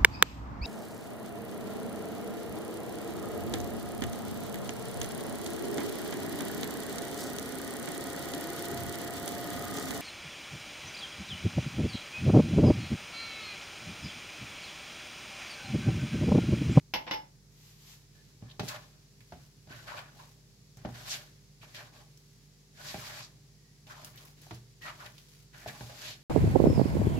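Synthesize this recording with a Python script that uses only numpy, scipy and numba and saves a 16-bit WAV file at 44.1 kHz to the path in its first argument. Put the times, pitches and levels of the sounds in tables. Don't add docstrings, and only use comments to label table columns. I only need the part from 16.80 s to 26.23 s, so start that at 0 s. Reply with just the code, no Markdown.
import sys
import numpy as np
from scipy import signal
from scipy.fft import rfft, irfft, next_fast_len
from scipy.io import wavfile
from numba import njit

SR = 44100
rng = np.random.default_rng(int(sys.argv[2]) if len(sys.argv) > 2 else 0)


def generate_wav(sig):
    pcm = np.round(np.clip(np.atleast_2d(sig).T, -1, 1) * 32767).astype(np.int16)
    wavfile.write(sys.argv[1], SR, pcm)


N = 415863
T = np.arange(N) / SR
TAIL = T[:SR // 2]
HAND_IN_S = 1.2

# (left delay [s], right delay [s], level [dB])
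ECHOES = [(.0013, 0.0018, -18.5), (.0036, 0.0031, -9), (.0056, .0060, -5), (.0095, 0.0087, -12)]
# (frequency [Hz], side gain [dB])
BOWL_WIDTH = [(100, -14), (250, 4.5), (500, -9.5), (700, -4), (1000, -1.5), (1600, 0)]
# (frequency [Hz], level [dB])
ROOM_TONE = [(25, -28), (60, -16), (115, 13.5), (190, 3), (300, -1.5), (450, -8), (700, -12.5),
             (1400, -19.5), (2000, -18), (3000, -23), (5200, -15.5), (7500, -16.5), (10000, -21),
             (14500, -29.5)]
# (frequency [Hz], level [dB])
HUM_TONES = [(49.5, -67.5), (148.1, -59.5), (199, -69.5), (258.6, -79.5), (399.8, -71), (444.9, -78.5),
             (481.8, -78)]
# (time [s], level [dB], contact cutoff [Hz], crack [dB], ring [dB],
# hollow note [dB], ping [dB])
CLACKS = [(0.1382, -28.5, 13400, 16, -8, -3, -45), (0.149, -46, 9000, 33, -15, -20, -30),
          (0.158, -38, 6000, 17, -8, -16, -30), (0.267, -44, 2900, -8, -16, -7, -29),
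          (0.276, -41, 3000, -3, -14, -12, -18), (0.2803, -48, 3500, 27, -4, -22, -20),
          (.311, -31, 11100, 1, -3, -2, -12), (0.336, -39, 13100, 9, -18, 2, -12)]
# (frequency [Hz], level [dB], t60 [s])
OBJECT_MODES = [(301, -4, .14), (537, -8, .14), (1035, -6, .13), (1300, -9, .08), (1491, -9, .14),
                (1685, -9, .1), (2019, -7, .14), (2140, -6, .15), (2664, -8, .12), (2935, -3, .13),
                (3252, -9, .09), (3491, -6, .12), (3898, -8, .08)]
# (frequency [Hz], level [dB])
OBJECT_RATTLE = [(80, -10), (300, -8.5), (450, -3), (680, -4), (880, 3.5), (1200, -11.5), (2700, -8),
                 (4000, -12.5), (5500, -9.5), (6800, -26), (8500, -40), (11500, -42), (12900, -11.5),
                 (14500, -47)]
# (start [s], rise [s], hold [s], level [dB])
SLEEVE_PASSES = [(0.676, 0.2, 0.041, -57.5), (0.907, 0.21, 0.022, -54)]
# (frequency [Hz], level [dB])
CLOTH_SPECTRUM = [(200, -22), (900, -2), (1400, -6), (2800, -2.5), (5000, -2.5), (7500, -2), (10000, -7.5),
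                  (14000, -4.5), (15500, -23)]
# (start [s], rise [s], hold [s], dough [dB], flour [dB], hand resonance [Hz])
RUBS = [(1.324, 0.027, 0.17, -73, -66.5, 1860), (1.595, 0.029, 0.11, -61, -69, 1400),
        (1.878, 0.0064, 0.0047, -64, -35, 1600), (1.854, 0.05, 0.056, -40, -51.5, 1370),
        (2.525, 0.022, 0.084, -66, -67, 1200), (2.883, 0.03, 0.021, -46, -54, 1210),
        (2.938, 0.016, 0.093, -54.5, -54, 1320), (3.055, 0.02, 0.087, -43.5, -52.5, 1280),
        (3.157, 0.026, 0.0096, -37.5, -47, 1290), (3.331, 0.066, 0.048, -54, -57.5, 1190),
        (3.959, .015, 0.16, -60, -67, 1470), (4.137, 0.019, 0.13, -47.5, -48.5, 1450),
        (4.246, 0.062, 0.047, -43.5, -37, 2060), (4.38, 0.011, 0.011, -52, -62, 1200),
        (4.797, 0.036, 0.012, -53.5, -55, 1650), (4.862, 0.022, 0.073, -61, -59, 1880),
        (4.935, 0.012, 0.058, -46.5, -51, 1870), (4.99, .015, 0.064, -52.5, -57.5, 1100),
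        (5.116, 0.021, 0.076, -56.5, -60, 1000), (5.933, 0.082, 0.048, -50.5, -50, 1730),
        (6.024, 0.05, 0.062, -47, -43, 2020), (6.096, 0.1, 0.21, -47, -45.5, 1760),
        (7.056, 0.05, 0.018, -46.5, -50.5, 1380), (7.14, 0.026, 0.11, -52.5, -55, 1030),
        (7.323, 0.013, 0.15, -59.5, -70, 1410), (7.564, 0.017, 0.2, -64, -60, 1520),
        (8.004, 0.041, 0.059, -45, -50, 1400), (8.12, 0.022, 0.078, -65, -58, 1600),
        (8.178, 0.02, 0.068, -49, -54.5, 1140), (8.726, 0.0093, 0.27, -53.5, -61, 1370),
        (8.862, 0.015, 0.01, -42.5, -42.5, 1570), (8.92, 0.083, 0.25, -55.5, -50.5, 1070),
        (9.09, 0.0089, 0.0097, -44.5, -65, 607), (9.113, 0.15, 0.047, -47, -43, 2400)]
# (frequency [Hz], level [dB])
DRAG_SPECTRUM = [(100, -26), (250, -46), (450, -10), (600, -1.5), (900, 1.5), (1150, -7), (1900, 2.5),
                 (3000, 1), (5000, -3.5), (8000, -53), (15000, -30)]
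# (frequency [Hz], width [Hz], lift [dB])
CAVITY_PEAKS = [(608, 95, 18.5), (782, 74, 10.5), (1146, 250, 12.5), (1480, 67, 9), (1750, 98, 8),
                (2385, 100, 7)]
# (frequency [Hz], level [dB])
FLOUR_SPECTRUM = [(200, -10), (700, -7.5), (1500, -5.5), (2600, 2), (4200, 5.5), (6000, 3), (7500, 3.5),
                  (10000, -3.5), (13000, -3), (15500, -17)]
# (start [s], rise [s], hold [s], level [dB])
SQUEEZES = [(1.808, 0.054, 0.019, -44.5), (2.335, 0.2, 0.13, -61.5), (3.283, 0.08, 0.16, -59.5),
            (4.02, 0.08, 0.16, -56.5), (5.1, 0.086, 0.49, -67), (5.98, 0.095, 0.22, -49.5),
            (7.253, 0.019, 0.04, -55.5), (7.342, 0.079, 0.084, -54), (7.595, 0.025, 0.13, -58),
            (8.136, 0.068, 0.42, -57.5), (8.733, 0.056, 0.3, -53)]
# (frequency [Hz], level [dB])
CRACKLE_SPECTRUM = [(300, -15), (1000, -0.5), (2500, 2), (6000, 3.5), (9000, 2.5), (13000, -2), (15500, -7)]
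# (time [s], peak level [dB], centre [Hz], t60 [s])
SNAPS = [(1.701, -56, 3500, 0.16), (1.796, -36, 10300, 0.023), (1.886, -24.5, 5400, 0.019),
         (2.406, -46, 1800, 0.041), (3.178, -42, 2310, 0.02), (3.193, -42, 2200, 0.025),
         (3.971, -43.5, 5990, 0.026), (4.493, -58, 4640, 0.015), (4.946, -37, 3300, 0.035),
         (4.953, -40, 3800, .03), (4.998, -48, 2500, 0.036), (5.374, -43, 6030, 0.019),
         (7.069, -44.5, 2800, .05), (7.2464, -30, 6840, 0.02), (7.252, -34, 6500, 0.013),
         (7.359, -36, 12000, 0.0071), (7.375, -40, 3260, 0.097), (7.451, -41, 10200, .04),
         (7.617, -39, 11200, .012), (7.746, -41, 5400, 0.054), (8.02, -40, 2600, 0.09),
         (8.261, -37, 3600, 0.021), (8.381, -40, 3300, 0.044), (8.485, -51, 4000, 0.018)]
# (midpoint [s], length [s], pitch [Hz], level [dB])
SQUEAKS = [(1.391, 0.12, 1740, -68), (1.687, 0.1, 1740, -65), (2.925, 0.063, 1520, -52),
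           (3.0, 0.049, 1480, -56), (3.1, 0.057, 1520, -53), (6.003, 0.043, 1493, -53.5),
           (6.886, 0.28, 1910, -75.5), (7.11, 0.027, 1570, -51), (8.054, 0.087, 1903, -45),
           (8.785, 0.12, 1490, -58), (8.891, 0.039, 1687, -46)]
# (start [s], length [s], from [Hz], to [Hz], level [dB])
SCRAPES = [(1.692, 0.039, 3300, 4130, -57), (1.9, 0.046, 940, 1300, -49), (2.91, 0.031, 2400, 2200, -64),
           (3.075, 0.027, 1100, 1700, -48), (3.117, 0.014, 910, 1150, -39), (3.125, 0.045, 646, 630, -47.5),
           (3.134, 0.022, 1150, 1110, -43.5), (3.174, 0.025, 2110, 2570, -49.5),
           (3.178, 0.022, 1150, 950, -50), (3.28, 0.029, 1400, 1250, -61.5), (3.385, 0.036, 920, 850, -52),
           (4.812, 0.02, 2500, 2900, -59), (5.975, 0.054, 650, 720, -57), (6.04, 0.045, 1450, 1650, -54),
           (6.195, 0.12, 1100, 1250, -53), (6.24, .1, 725, 800, -55), (6.27, 0.089, 1660, 1500, -53),
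           (6.33, 0.11, 1260, 1060, -54.5), (7.085, 0.059, 1260, 1460, -50.5),
           (7.135, 0.13, 1060, 870, -57), (8.06, 0.054, 1820, 1720, -49), (8.048, 0.065, 1280, 1200, -43.5),
           (8.058, 0.05, 780, 705, -50), (8.066, 0.024, 3060, 3370, -53), (8.2, 0.026, 1490, 1300, -47.5),
           (8.218, 0.028, 1010, 880, -50.5), (8.873, 0.045, 1580, 1720, -53)]
# (start [s], length [s], from [Hz], to [Hz], level [dB])
SWISHES = [(4.29, 0.058, 6200, 4400, -38.5), (4.315, 0.07, 3400, 2230, -47.5),
           (4.944, 0.044, 4000, 3220, -51), (6.05, .08, 5900, 3800, -48.5), (6.24, 0.053, 4300, 4800, -51),
           (6.39, 0.086, 4200, 5200, -52), (9.2, 0.17, 2660, 4360, -49.5)]
# (time [s], wall [dB], contact cutoff [Hz], tock pitch [Hz],
# tock over wall [dB], base thud [dB], slap [dB])
KNOCKS = [(1.624, -47.5, 1080, 182, 3.5, -47.5, -70), (1.795, -34.5, 4370, 443, -4.5, -46, -41),
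          (1.806, -33.5, 1500, 172, 14, -60, -46.5), (1.832, -42, 900, 403, 5, -50, -60),
          (2.522, -45, 2400, 690, 1, -50, -51), (2.53, -51.5, 1200, 280, -4, -51, -64),
          (2.872, -57, 4000, 600, -3, -55, -64), (2.906, -52, 800, 257, 19, -55, -70),
          (3.971, -59.5, 1200, 700, -21, -53, -66), (4.0491, -34.5, 1790, 615, 0, -46, -47.5),
          (4.056, -38, 1100, 287, 14, -46, -48), (4.089, -55, 900, 706, -2, -51, -52),
          (4.83, -70, 3500, 710, 2, -82, -55), (6.143, -38, 1600, 645, 1, -45.5, -43.5),
          (7.667, -56.5, 1200, 744, 2, -73, -66), (7.709, -44, 4500, 330, 0, -46, -44.5),
          (7.720, -47.5, 800, 296, 21, -49, -72), (8.860, -37, 1050, 672, 5, -50, -49),
          (9.007, -43.5, 1900, 686, -7, -44.5, -46.5), (9.031, -57, 700, 250, -3, -49, -64)]
# (frequency [Hz], level [dB], t60 [s])
WALL_MODES = [(200, -3.5, 0.054), (300, 2, 0.034), (417, -3, 0.11), (610, 3, 0.074), (744, 0, 0.15),
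              (830, 6.5, 0.053), (1040, -19, 0.044), (1373, -22, 0.043), (1560, -6, 0.07),
              (1720, -5, 0.037), (1990, -16, 0.075)]
# (frequency [Hz], level [dB])
WALL_WASH = [(80, -17), (200, 17), (310, 1), (500, 6), (750, -4), (1200, -3.5), (3000, -4.5), (6000, -5),
             (9000, -8), (15000, -52)]
# (frequency [Hz], level [dB], t60 [s])
BASE_MODES = [(71.8, -9.5, 0.46), (97, -3.5, 0.11), (120.6, -4.5, 0.42), (142.6, -5, 0.33), (170, 8, 0.038)]
# (frequency [Hz], level [dB])
SLAP_SPECTRUM = [(250, -27), (480, -5), (700, 12), (1000, 3.5), (1400, 0), (2000, -7), (2700, -16.5),
                 (5500, -16.5), (9000, -30), (15000, -45)]


def undb(db):
    return 10 ** (np.asarray(db) / 20)


def unit(x):
    return x / np.sqrt(np.mean(x ** 2))


def onset_unit(x):
    return x / np.sqrt(np.mean(x[:, :SR // 40] ** 2))


def add(out, s, sound):
    i = int(s * SR)
    out[:, i:i + sound.shape[1]] += sound[:, :N - i]


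def walk(rate):
    knots = rng.standard_normal(N // 20)
    return np.interp(T * rate, np.arange(len(knots)), knots)


def fade(t60):
    return np.exp(-np.log(1000) * TAIL / t60)


def push(start, rise, hold, release_t60=0.14, sag_db_per_s=2.5, settle_db=-13, settle_t60=0.68):
    age = T - start
    eased_db = sag_db_per_s * np.clip(age - rise, 0, hold)
    after = np.log(1000) * np.maximum(age - rise - hold, 0)
    release = np.maximum(np.exp(-after / release_t60), undb(settle_db) * np.exp(-after / settle_t60))
    return np.clip(age / rise, 0, 1) * undb(-eased_db) * release


def colour(x, points, peaks=()):
    size = next_fast_len(x.shape[-1] + 4096, True)
    f = np.fft.rfftfreq(size, 1 / SR)
    hz, db = np.transpose(points)
    gain_db = np.interp(np.log(f + 1), np.log(hz), db)
    for centre, width, lift in peaks:
        gain_db = gain_db + lift / (1 + (2 * (f - centre) / width) ** 2)
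    return irfft(rfft(x, size) * undb(gain_db), size)[..., :x.shape[-1]]


def soften(x, hz):
    return signal.sosfilt(signal.butter(2, min(hz, SR / 3), fs=SR, output="sos"), x)


@njit
def resonate(x, hz, q):
    y = np.empty(len(x))
    band, low = 0., 0.
    for i in range(len(x)):
        g = np.tan(np.pi * hz[i] / SR)
        v = (band + g * (x[i] - low)) / (1 + g * (g + 1 / q))
        band, low = 2 * v - band, low + 2 * g * v
        y[i] = v / q
    return y


def diffuse(size, split_hz=750, bass_side=0.21):
    mid, side = rng.standard_normal((2, size))
    treble = signal.sosfilt(signal.butter(1, split_hz, "high", fs=SR, output="sos"), side)
    side = bass_side * side + (1 - bass_side) * treble
    return np.array([mid + side, mid - side])


def grains(rate, spread_db):
    hits = rng.random(N) < rate / SR
    size = np.minimum(rng.exponential(size=N), 3.3)
    angle = 2 * np.pi * rng.random(N)
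    return hits * undb(spread_db * size) * np.array([np.cos(angle), np.sin(angle)])


def ring(modes, apart_hz=1100):
    out = 0
    for hz, db, t60 in modes:
        skew = min(hz / apart_hz, 1) * rng.choice([-1, 1]) * np.pi / 4 * np.array([[1], [-1]])
        out = out + rng.choice([-1, 1]) * undb(db) * fade(t60) * np.sin(2 * np.pi * hz * TAIL + skew)
    return out


def room(x, wet_db, early_db, t60=0.3):
    tail = diffuse(len(TAIL)) * fade(t60) * (TAIL > .003)
    echo = undb(wet_db) * tail / np.sqrt(np.sum(tail ** 2) / 2)
    for left_s, right_s, db in ECHOES:
        echo[[0, 1], [int(left_s * SR), int(right_s * SR)]] += undb(db + early_db)
    echo = colour(echo, [(100, 7.5), (400, 10.5), (5000, -6.0), (15000, -0.5)])
    return x + signal.oaconvolve(x, echo, axes=1)[:, :N]


def narrow(x):
    mid = (x[0] + x[1]) / 2
    side = colour((x[0] - x[1]) / 2, BOWL_WIDTH)
    return np.array([mid + side, mid - side])


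def room_tone(floor_db=-59.0, hum_db=-1, waver_db=1.2):
    hum = sum(undb(db + waver_db * walk(11)) * np.sin(2 * np.pi * (hz * T + rng.random()))
              for hz, db in HUM_TONES)
    return undb(floor_db) * unit(colour(diffuse(N), ROOM_TONE)) + undb(hum_db) * np.sqrt(2) * hum


def set_down(crack_hz=2500, rattle_db=-3, hollow_hz=863, swell_s=0.027, beat_hz=27, ping_hz=5201):
    out, notes = np.zeros((2, 2, N))
    crack = np.sin(2 * np.pi * crack_hz * TAIL) * fade(t60=0.0019)
    swell = onset_unit(np.array([fade(t60=0.21) * (1 - np.exp(-TAIL / swell_s))]))
    skew = np.array([[1.12], [-1.12]])
    for s, db, cutoff_hz, crack_db, ring_db, hollow_db, ping_db in CLACKS:
        rattle = onset_unit(colour(diffuse(len(TAIL)) * fade(t60=0.14), OBJECT_RATTLE))
        modes = onset_unit(ring(OBJECT_MODES))
        blow = undb(crack_db) * crack + undb(ring_db) * modes + undb(rattle_db) * rattle
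        add(out, s, undb(db) * onset_unit(soften(blow, cutoff_hz)))
        twin = undb(-10) * np.sin(2 * np.pi * ((hollow_hz - beat_hz) * TAIL + rng.random((2, 1))))
        hollow = undb(hollow_db) * swell * (np.sin(2 * np.pi * hollow_hz * (TAIL + s) + skew) + twin)
        ping = undb(ping_db) * fade(t60=0.25) * np.sin(2 * np.pi * ping_hz * (TAIL + s) + skew / 2)
        add(notes, s, undb(db) * (hollow + ping))
    return room(out, wet_db=-7.5, early_db=-11.5) + notes


def sleeve(flutter_db=1):
    power = sum((undb(db) * push(start, rise, hold, release_t60=0.33)) ** 2
                for start, rise, hold, db in SLEEVE_PASSES)
    return unit(colour(diffuse(N), CLOTH_SPECTRUM)) * np.sqrt(power) * undb(flutter_db * walk(35.2))


def hand(rest_drag_db=-107.5, rest_flour_db=-69.5, closed_hz=890, closing_s=0.83, waver_octaves=0.37):
    drag_power = np.full(N, undb(rest_drag_db) ** 2)
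    flour_power = (T > HAND_IN_S) * undb(rest_flour_db) ** 2
    weighted_hz = drag_power * closed_hz
    for start, rise, hold, drag_db, flour_db, open_hz in RUBS:
        power = push(start, rise, hold) ** 2
        hz = closed_hz + (open_hz - closed_hz) * np.exp(-np.maximum(T - start, 0) / closing_s)
        drag_power += power * undb(drag_db) ** 2
        flour_power += power * undb(flour_db) ** 2
        weighted_hz += power * undb(drag_db) ** 2 * hz
    pressure = undb(-0.24 * walk(25))
    hollow_hz = weighted_hz / drag_power * 2 ** (waver_octaves * walk(30))
    return np.sqrt(drag_power) * pressure, np.sqrt(flour_power * pressure), hollow_hz


def rubbing(drag_gain, flour_gain, hollow_hz, hollow_q=2.6, drag_db=-4.5, flour_db=-3.5, rumble_db=-38):
    slip_db = 2.5 * walk(110)
    friction = colour(grains(rate=1500, spread_db=2.0), DRAG_SPECTRUM, CAVITY_PEAKS)
    cupped = np.array([resonate(side, hollow_hz, hollow_q) for side in friction])
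    drag = unit(cupped + undb(-7) * friction) * drag_gain * undb(drag_db + slip_db)
    hiss = unit(colour(grains(rate=7000, spread_db=0.5), FLOUR_SPECTRUM))
    flour = hiss * flour_gain * undb(flour_db + slip_db / 2)
    shake = colour(diffuse(N),
                   [(30, 0), (70, -23), (125, 6), (175, -13), (260, -9), (600, -13.5), (3000, -100)])
    rumble = unit(shake) * undb(rumble_db) * drag_gain ** 0.35
    return narrow(room(drag + flour, wet_db=-4.5, early_db=-1.5)) + rumble


def butter(crackle_db=-5.5, stray_db=-50):
    squeeze = sum(undb(db) * push(start, rise, hold) for start, rise, hold, db in SQUEEZES)
    out = unit(colour(grains(rate=500, spread_db=0), CRACKLE_SPECTRUM)) * undb(crackle_db) * squeeze
    out += colour(grains(rate=6, spread_db=1), CRACKLE_SPECTRUM) * undb(stray_db) * (T > HAND_IN_S)
    for s, db, hz, t60 in SNAPS:
        band = [(hz / 8, -30), (hz / 2, -11), (hz, 0), (2 * hz, -9), (4 * hz, -16)]
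        snap = colour(diffuse(len(TAIL)) * fade(t60), band)
        add(out, s, undb(db) * snap / np.abs(snap).max())
    return room(out, wet_db=-2, early_db=-4)


def crumbs(drag_gain, per_s=170, low_hz=650, high_hz=5000, crumb_db=-0.5, spread_db=2.4, cycles=1.8):
    out, age = np.zeros((2, N)), TAIL[:SR // 100]
    for when, pitch, luck, turn in rng.random((int(per_s * N / SR), 4)):
        hz = low_hz * (high_hz / low_hz) ** pitch
        size = drag_gain[int(when * N)] * undb(crumb_db + spread_db * min(-np.log(1 - luck), 3))
        skew = np.pi * (turn - .5) * np.array([[1], [-1]])
        add(out, when * N / SR, size * np.exp(-age * hz / cycles) * np.sin(2 * np.pi * hz * age + skew))
    return out


def squeaks(width_hz=220):
    out = np.zeros((2, N))
    for s, length, hz, db in SQUEAKS:
        band = [(hz / 2, -50), (hz, -30), (2 * hz, -50)]
        tone = unit(colour(diffuse(len(TAIL)), band, peaks=[(hz, width_hz, 30)]))
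        add(out, s - length / 2, undb(db) * tone * np.sin(np.pi * np.minimum(TAIL / length, 1)))
    return out


def knocks(crack_db=9, tock_t60=0.029, flex_hz=300, detune=0.025, contact_s=0.00073, swell_s=0.0042):
    out = np.zeros((2, N))
    for s, wall_db, cutoff_hz, tock_hz, tock_db, base_db, slap_db in KNOCKS:
        wash_decay = fade(t60=0.35) + undb(crack_db) * fade(t60=0.04)
        wash = colour(diffuse(len(TAIL)) * wash_decay, WALL_WASH)
        tock = ring([(tock_hz, 0, tock_t60), (flex_hz, -8, tock_t60)], apart_hz=2170)
        wall = ring([(hz * (1 + detune * rng.standard_normal()), db, t60) for hz, db, t60 in WALL_MODES])
        blow = onset_unit(wall) + onset_unit(wash) + undb(tock_db) * onset_unit(tock)
        blow = onset_unit(soften(blow * (1 - np.exp(-TAIL / contact_s)), cutoff_hz))
        thud = onset_unit(ring(BASE_MODES) * (1 - np.exp(-TAIL / swell_s)))
        slap = onset_unit(colour(diffuse(len(TAIL)) * fade(t60=0.053), SLAP_SPECTRUM))
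        add(out, s, undb(wall_db) * blow + undb(base_db) * thud + undb(slap_db) * slap)
    return narrow(room(out, wet_db=-11, early_db=-38))


def strokes(rows, grit, q, judder_db, judder_rate, wander_octaves):
    out = np.zeros((2, N))
    grit = grit * undb(judder_db * walk(judder_rate))
    wander = 2 ** (wander_octaves * walk(judder_rate))
    for s, length, first_hz, last_hz, db in rows:
        along = np.linspace(0, 1, int(length * SR))
        span = slice(int(s * SR), int(s * SR) + len(along))
        hz = first_hz * (last_hz / first_hz) ** along * wander[span]
        surge = np.array([resonate(resonate(side, hz, q), hz, q) for side in grit[:, span]])
        add(out, s, undb(db) * unit(surge * np.sin(np.pi * along)))
    return out


def fingers(drag_gain):
    scrapes = strokes(SCRAPES, grains(rate=1400, spread_db=2.3), q=2.5,
                      judder_db=2.7, judder_rate=130, wander_octaves=.16)
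    swishes = strokes(SWISHES, grains(rate=9000, spread_db=1.2), q=1.1,
                      judder_db=1.5, judder_rate=250, wander_octaves=.05)
    return narrow(room(scrapes + swishes + crumbs(drag_gain), wet_db=-7, early_db=-16))


def scene():
    drag_gain, flour_gain, hollow_hz = hand()
    blows = set_down() + knocks()
    in_bowl = rubbing(drag_gain, flour_gain, hollow_hz) + fingers(drag_gain) + squeaks() + butter()
    return blows + in_bowl + sleeve() + room_tone()


def record(dry, top_hz=15700):
    left = colour(dry[0], [(25, -28), (45, 1), (140, -3), (300, -7), (550, -6), (2000, -0.5),
                           (4500, -0.16), (12000, 0)], peaks=[(8910, 590, -19)])
    right = colour(dry[1], [(25, -37), (45, 2.5), (140, -2), (300, -3.5), (550, -5.5), (2000, -1),
                            (4500, 2.5), (12000, -2.5)], peaks=[(8020, 1260, -20)])
    treble_cut = signal.ellip(8, .2, 70, top_hz, fs=SR, output="sos")
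    return signal.sosfilt(treble_cut, np.array([left, right]))


dry = scene()
out = record(dry)
generate_wav(out)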